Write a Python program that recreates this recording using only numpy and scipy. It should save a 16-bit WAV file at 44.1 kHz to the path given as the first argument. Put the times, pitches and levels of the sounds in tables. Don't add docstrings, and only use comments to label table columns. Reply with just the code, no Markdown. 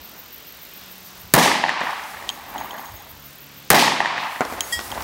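import sys
import numpy as np
from scipy import signal
from scipy.fft import rfft, irfft, next_fast_len
from scipy.io import wavfile
from scipy.ndimage import uniform_filter1d

SR = 44100
rng = np.random.default_rng(int(sys.argv[2]) if len(sys.argv) > 2 else 0)


def how_loud(loudness_db):
    steps = np.asarray(loudness_db, float) / 20
    return 10 ** steps


def digitize_waveform(pressure):
    field = np.atleast_2d(pressure).T
    bounded = np.clip(field, -1, 1)
    quanta = np.round(bounded * 32767).astype(np.int16)
    wavfile.write(sys.argv[1], SR, quanta)


N = 222043
CLOCK = np.arange(N) / SR


def noise():
    return rng.standard_normal(N)


def unit(x):
    return x / np.sqrt(np.mean(x ** 2))


def walk(rate_hz):
    k = int(SR / rate_hz)
    held = np.repeat(rng.standard_normal(N // k + 1), k)
    slewed = uniform_filter1d(uniform_filter1d(held, k), k)
    return unit(slewed[:N])


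def strikes(seconds, db):
    x = np.zeros(N)
    at = np.round(np.asarray(seconds) * SR).astype(int)
    height = how_loud(np.asarray(db, float)) * np.ones(len(at))
    keep = (at >= 0) & (at < N)
    np.add.at(x, at[keep], height[keep])
    return x


def ring(x, hz, t60_s):
    r = np.exp(-np.log(1000) / (t60_s * SR))
    w = 2 * np.pi * hz / SR
    return signal.lfilter([0, np.sin(w)], [1, -2 * r * np.cos(w), r * r], x)


def fade(x, tau_s):
    return signal.lfilter([1], [1, -np.exp(-1 / (tau_s * SR))], x)


def band(x, lo_hz, hi_hz):
    return signal.sosfilt(signal.butter(2, [lo_hz, hi_hz], "bandpass", fs=SR, output="sos"), x)


def highpass(x, hz):
    return signal.sosfilt(signal.butter(2, hz, "highpass", fs=SR, output="sos"), x)


def slices(x, colour, lo_hz, hi_hz):
    hz, db = np.transpose(colour)
    size = next_fast_len(N)
    f, log_hz = np.log(np.fft.rfftfreq(size, 1 / SR) + 1), np.log(hz)
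    spectrum = rfft(x, size) * how_loud(np.interp(f, log_hz, db))
    inside = (f > np.log(lo_hz)) & (f < np.log(hi_hz))
    spectrum = spectrum / np.std(irfft(spectrum * inside, size))
    return [(h, irfft(spectrum * np.interp(f, log_hz, one), size)[:N]) for h, one in zip(hz, np.eye(len(hz)))]


def swell(t, rise_s, fall_s):
    return how_loud(-20 * np.where(t < 0, -t / rise_s, t / fall_s))


SHOT_S = [1.3377, 3.7027]


def since_shot():
    last_s = np.where(CLOCK < SHOT_S[1], SHOT_S[0], SHOT_S[1])
    return np.where(CLOCK < SHOT_S[0], 99, CLOCK - last_s)


DUCK_DB, DUCK_SINK_S, DUCK_HOLD_S, DUCK_RELEASE_S = -14, 0.16, 0.447, 0.024


def ducking():
    after = since_shot()
    sink = np.clip(.4 + after / DUCK_SINK_S / 2, 0, 1)
    release = np.exp(-np.clip(after - DUCK_HOLD_S, 0, None) / DUCK_RELEASE_S)
    return how_loud(DUCK_DB * sink * release)


# f/Hz, density/dB per Hz
AIR_COLOUR = [(60, -28), (100, -10.5), (180, -6), (400, -8.5), (1000, -8.5), (2000, -10.5), (3600, -9.5),
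              (6000, -15), (10000, -25.5), (13000, -27), (16000, -23), (20000, -40)]
AIR_LEVEL_DB = -45.5


def air():
    together_db = 0.77 * walk(0.4)
    bands = slices(noise(), AIR_COLOUR, 100, 11500)
    return how_loud(AIR_LEVEL_DB) * sum(part * how_loud(together_db + 1.2 * walk(9)) for _, part in bands)


# t/s, level/dB, half length/s
GUSTS = [(0, -41.5, 0.019), (.7, -71, 0.041), (1.004, -66, 0.039), (1.25, -50, 0.067), (1.45, -53, 0.11),
         (1.87, -62, 0.082), (2.22, -52, 0.078), (2.56, -55, 0.13), (2.934, -44.5, .05), (3.126, -50.5, .1),
         (3.802, -58, 0.18), (4.544, -48, 0.096), (4.766, -45, 0.038), (4.957, -41, 0.087)]
# start/s, end/s, firing f/Hz, levels of multiples 1 to 4/dB
DRONES = [
    (0.596, 1.332, 182.4, -53, -73, -77, -86),
    (2.927, 3.71, 70, -64, -52, -59, -58),
]
BREEZE_DB = -62.5


def wind():
    gusts = how_loud(BREEZE_DB) + sum(how_loud(db) * np.exp(-((CLOCK - s) / half) ** 2) for s, db, half in GUSTS)
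    out = unit(band(noise(), 49, 96.5)) * gusts
    for start, end, hz, *orders_db in DRONES:
        phase = 2 * np.pi * np.cumsum(hz * (1 + 0.01125 * walk(1.7))) / SR
        rise = np.clip((CLOCK - start) / 0.31, 0, 1) * (CLOCK < end) * how_loud(1.1 * walk(18))
        out = out + rise * sum(how_loud(db) * np.sin((k + 1) * phase) for k, db in enumerate(orders_db))
    return out


# peak t/s, level/dB, rise/s, fall/s
HISS_SWELLS = [
    (2.05, -47.5, 0.69, 0.66),
    (4.75, -37.5, 0.33, .3),
]
CHORUS_DB = -60.5


def hiss_and_chorus():
    hiss = how_loud(CHORUS_DB) + sum(how_loud(db) * swell(CLOCK - s, 2 * rise, 2 * fall) for s, db, rise, fall in HISS_SWELLS)
    return unit(band(noise(), 4100, 16600)) * hiss * how_loud(2.1 * walk(29.54))


# phrases sung, t/s
TEMPO = [(-1, -.113), (6, .896), (9, 1.34), (15, 2.325), (21, 3.24), (33, 5.15)]
# t/s, level/dB
EFFORT = [
    (0, -44.5),
    (1.0, -46),
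    (1.3, -48),
    (1.8, -66),
    (2.2, -52),
    (2.7, -46.5),
    (3.7, -49),
    (4.2, -60),
    (4.75, -56),
    (5.03, -47),
]
# f/Hz, width/Hz, level/dB
WING = [(13000, 500, -3), (13320, 410, 1), (13750, 920, 1), (15500, 650, -1.5)]
SHORT_AT = [0, .19, .4, .62, .85]
RASP_S = .04


def cricket():
    sung, s = np.transpose(TEMPO)
    phrases = np.interp(np.arange(sung[0], sung[-1] + 1), sung, s)
    start, rest = phrases[:-1, None], np.diff(phrases)[:, None] - RASP_S
    long_rasp = start + .0062 * np.arange(5)
    short_rasps = start + RASP_S + rest * np.array(SHORT_AT)
    strokes = np.hstack([long_rasp, short_rasps])
    stroke_db = np.array([-4, -2, 0, 1, 1.5, -1, 0, -1, -1.5, -1.5])
    chance = rng.standard_normal((*strokes.shape, 3, 2))
    at = strokes[..., None] + np.array([0, .0025, .0048]) + .0003 * chance[..., 0]
    tooth_db = stroke_db[:, None] + np.array([0, -1.5, -4]) + 1.5 * chance[..., 1]
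    teeth = strikes(at.ravel(), tooth_db.ravel())
    buzz = (fade(teeth, .0007) + 0.14 * fade(teeth, 0.0037) + 0.11) * noise()
    song = sum(how_loud(db) * band(buzz, hz - width / 2, hz + width / 2) for hz, width, db in WING)
    return unit(band(song, 11800, 17000)) * how_loud(np.interp(CLOCK, *np.transpose(EFFORT)))


# t/s, thud/dB, tick/dB
THUDS_AND_TICKS = [(1.693, -53, -28), (1.807, -50, -30), (1.812, -15, -50), (1.835, -17, -50), (1.907, -52, -31),
                   (2.037, -50, -33), (4.4073, -7.5, -23.5), (4.4095, -10.5, -37), (4.4153, -10, -32.5),
                   (4.451, -20, -24.5), (4.5, -24, -37), (4.524, -19.5, -35), (4.537, -25, -44), (4.581, -21.5, -38),
                   (4.7915, -18.5, -23), (4.801, -26, -27), (4.81, -31, -29), (4.879, -40, -37), (4.904, -30, -30),
                   (4.948, -35, -31), (4.98, -21, -37), (5.006, -25.5, -31), (5.023, -31, -29)]
# f/Hz, level/dB, t60/s
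PIECE_MODES = [(276, -11.5, 0.031), (456, -19, 0.018), (727, -3, 0.033), (1110, -7, 0.018),
               (1450, -6.5, 0.013), (2050, -7.5, 0.015)]


def debris():
    s, thud_db, tick_db = np.transpose(THUDS_AND_TICKS)
    heavy_db = thud_db + 0.67 * (thud_db - thud_db.max())
    thuds = 0
    for hz, db, t60_s in PIECE_MODES:
        blows = strikes(s, heavy_db if hz < 800 else thud_db)
        push = np.convolve(blows, np.hanning(20) / 6)[:N]
        thuds = thuds + how_loud(db) * ring(push, hz, t60_s)
    dust = fade(strikes(s, thud_db - 18.5), 0.011) + fade(strikes(s, thud_db - 33.5), .15)
    dust = dust * unit(band(band(noise(), 250, 1800), 250, 1800))
    grit = fade(strikes(s, tick_db), 0.002) * unit(band(band(noise(), 1300, 8800), 1300, 7400))
    return band(thuds, 210, 3000) + dust + grit


FRAME_HZ = [1906, 3268, 4786, 5362, 6164, 7063, 7499, 7730, 8016, 8672, 9868, 10480, 12460, 15000]
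# level/dB, t60/s
FRAME_MODES = [(0, 0.25), (-5.5, 0.23), (-10.5, 0.24), (-11.5, 0.41), (-15, 0.12), (-15, 0.21),
               (-9.5, 0.097), (-16, 0.15), (-13.5, 0.32), (-13, .12), (-9.5, 0.14), (-9, .11), (-17, .1),
               (-19, 0.098)]
FRAME_S, FRAME_DB, FRAME_RISE_S, FRAME_ROUGH_DB = 4.723, -17.5, 0.017, 1.2


def steel_frame():
    blow = strikes([FRAME_S], FRAME_DB)
    out = 0
    for hz, (db, t60_s) in zip(FRAME_HZ, FRAME_MODES):
        swing = ring(blow, hz, t60_s) - ring(blow, hz, FRAME_RISE_S)
        out = out + how_loud(db + FRAME_ROUGH_DB * walk(70)) * swing
    return out


# t/s, click/dB, mouth/dB, wall/dB, rim/dB
CASES = [
    (2.2911, -14, -14.5, -39, -48),
    (2.3006, -28, -22, -43, -49),
    (2.5803, -33, -30, -37.5, -38),
    (2.6015, -36, -43, -69, -42),
    (2.7083, -42, -28, -44, -44),
    (2.782, -48, -37, -46, -50),
    (2.856, -47, -42, -42.5, -40),
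    (2.9662, -52, -45, -44, -48),
    (4.6073, -10.5, -16.5, -27, -32),
    (4.9168, -28, -23.5, -47, -50),
]
# f/Hz, t60/s
CASE_MODES = [(3200, .022), (6565, .26), (15700, .12)]


def cases():
    s, click_db, mouth_db, wall_db, rim_db = np.transpose(CASES)
    out = fade(strikes(s, click_db), 0.00083) * unit(band(noise(), 3000, 9200))
    out = out + ring(strikes(s, mouth_db + 4), 3600, 0.0063)
    out = out + ring(strikes(s, click_db - 8), 4100, .007)
    out = out + band(ring(strikes(s, rim_db - 8), 13260, 0.12), 12000, 15000)
    out = out + band(ring(strikes(s, wall_db - 7), 6707, 0.12), 5000, 9000)
    for (hz, t60_s), db in zip(CASE_MODES, (mouth_db, wall_db - 2.5, rim_db)):
        blows = strikes(s, db)
        pair = ring(blows, hz, t60_s) + .7 * ring(blows, hz - 30, .7 * t60_s)
        out = out + band(pair, .75 * hz, 1.25 * hz)
    return highpass(out, 2600)


# t after/s, level/dB, 20 dB fall/s, bass/dB, treble/dB
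REFLECTORS = [(.001, -15, .2, -2.5, -8.5), (0.042, -6.5, 0.0435, -2, -4), (0.059, -24.5, 0.3428, 3, -5.5),
              (0.089, -24.5, 0.3937, -5, 7), (.06, -20.5, 1.0, -24, -2), (0.358, -25.5, 0.42, -35, 0.5),
              (.48, -37.5, 0.23, 0, 0), (.48, -26, 0.5, -32, 0.5), (.62, -64, 4, -38, -6),
              (.84, -41.5, 2, -4.5, 3), (1.26, -29.5, 0.26, -8.5, -2), (1.42, -32.5, 0.37, -11.5, -8)]
SMEAR = 0.085
LULL_S, LULL_WIDTH_S, LULL_DB = .036, 0.0046, -20.5


def returns(after):
    power = 1e-12
    for s, db, fall, bass_db, treble_db in REFLECTORS:
        level = how_loud(db + np.array([[bass_db], [0], [treble_db]]))
        power = power + (swell(after - s, 2 * SMEAR * s, fall) * level) ** 2
    lull = np.exp(-((after - LULL_S) / LULL_WIDTH_S) ** 2)
    return np.sqrt(power) * how_loud(LULL_DB * np.array([[.2], [.4], [1]]) * lull)


# f/Hz, density/dB per Hz
TAIL_COLOUR = [(70, -41), (130, -11.5), (260, -9.5), (450, -14), (850, 0.5), (1150, -1), (1380, -7.5),
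               (1900, -3.5), (2200, -5.5), (4800, -14), (9000, -30), (12000, -39), (16000, -51.5),
               (20000, -52.5)]
AIR_DB, AIR_POWER, AIR_MOST_S = 3, 1.352, 0.77


def woods(after):
    since = np.minimum(after, 3)
    bass, middle, treble = returns(since)
    clumps_db = np.interp(since, CLOCK, 1.7 * walk(150))
    scatter = noise() * how_loud(1.2 * rng.exponential(size=N))
    tail = 0
    for hz, part in slices(scatter, TAIL_COLOUR, 600, 2300):
        lost_db = AIR_DB * (hz / 1000) ** AIR_POWER * (np.minimum(after, AIR_MOST_S) - .3)
        if hz < 500:
            level = bass * how_loud(12.5)
        elif hz > 2100:
            level = treble
        else:
            level = middle * how_loud(clumps_db)
        tail = tail + part * level * how_loud(-lost_db + 1.0 * walk(24.89))
    return tail * how_loud(-2) * np.clip((2.1 - after) / 0.38, 0, 1)


# t/s, peak/dB, upper ring/dB
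ECHOES = [(1.378, -10, 5), (1.386, -10, 7), (1.4603, 0, -21), (1.503, -6, -22), (1.5155, -7, 2),
          (1.555, -5.5, -8), (1.585, -19, -5), (1.6389, -2, 0), (1.65, -9, -18), (1.662, -15, 1.5),
          (1.683, -13, 1), (1.6929, -15.5, 13.5), (1.701, -23, -4), (1.736, -27, 8.5), (1.8144, -20, 11),
          (1.826, -33, 3), (1.87, -20, 5), (1.905, -27, 9), (1.995, -26.5, 9.5), (2.048, -35, 12),
          (2.171, -32, 8), (2.209, -30, 0), (2.225, -30.5, 7.5), (2.5585, -16, -12), (2.562, -24, -8),
          (2.602, -28, -6), (2.611, -14.5, -20), (2.645, -18.5, -24), (2.731, -19, -22),
          (2.794, -18.5, -23)]
# f/Hz, t60/s
GROUND = [(880, .010), (1850, .006)]


def strong_echoes():
    s, peak_db, upper_db = np.transpose(ECHOES)
    out = 0
    for shot_s in SHOT_S:
        at = s + shot_s - SHOT_S[0]
        for (hz, t60_s), db in zip(GROUND, (peak_db - 5, peak_db + upper_db - 4)):
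            pair = strikes(at, db) + strikes(at + .0011, db + .5)
            out = out + band(ring(pair, hz, t60_s), 400, 6000)
    return out


# t after shot/s, overdrive/dB, ceiling/dB
OVERLOAD = [
    (0, -28, 4),
    (.0015, 30, 0.5),
    (.004, 24, -8),
    (.0075, 51.5, -7.5),
    (.021, 3, -13.5),
    (0.028, 25.5, -11.5),
    (0.043, 0, -8.5),
    (.12, 1.5, -6),
    (.2, 0.5, -0.5),
]
# t after shot/s, length/s, direction
PINNED = [
    (.0075, .0030, -1),
    (.0180, .0024, 1),
]
CRACK_S, CRACK_DB = 0.0046, 7


def shots():
    after = since_shot()
    tail = woods(after) + strong_echoes()
    s, drive_db, ceiling_db = np.transpose(OVERLOAD)
    crack = band(noise(), 7500, 15500) * (after < CRACK_S)
    pressure = tail * how_loud(np.interp(after, s, drive_db)) + how_loud(CRACK_DB) * crack
    for start, length, way in PINNED:
        pressure = pressure + 100 * way * ((after > start) & (after < start + length))
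    ceiling = how_loud(np.interp(after, s, ceiling_db))
    return highpass(np.clip(pressure, -ceiling, ceiling), 130)


def scene():
    background = ducking() * (air() + hiss_and_chorus() + cricket())
    return (background + wind() + debris() + steel_frame() + cases() + shots())[None]


def band_limit(x):
    return signal.sosfilt(signal.butter(12, 16240, fs=SR, output="sos"), x)


TOP_HZ = 15750


def record(dry):
    top_cut = signal.ellip(8, .2, 50, TOP_HZ, fs=SR, output="sos")
    mix = signal.sosfilt(top_cut, np.clip(dry, -1, 1))
    return band_limit(mix)


dry = scene()
out = record(dry)
digitize_waveform(out)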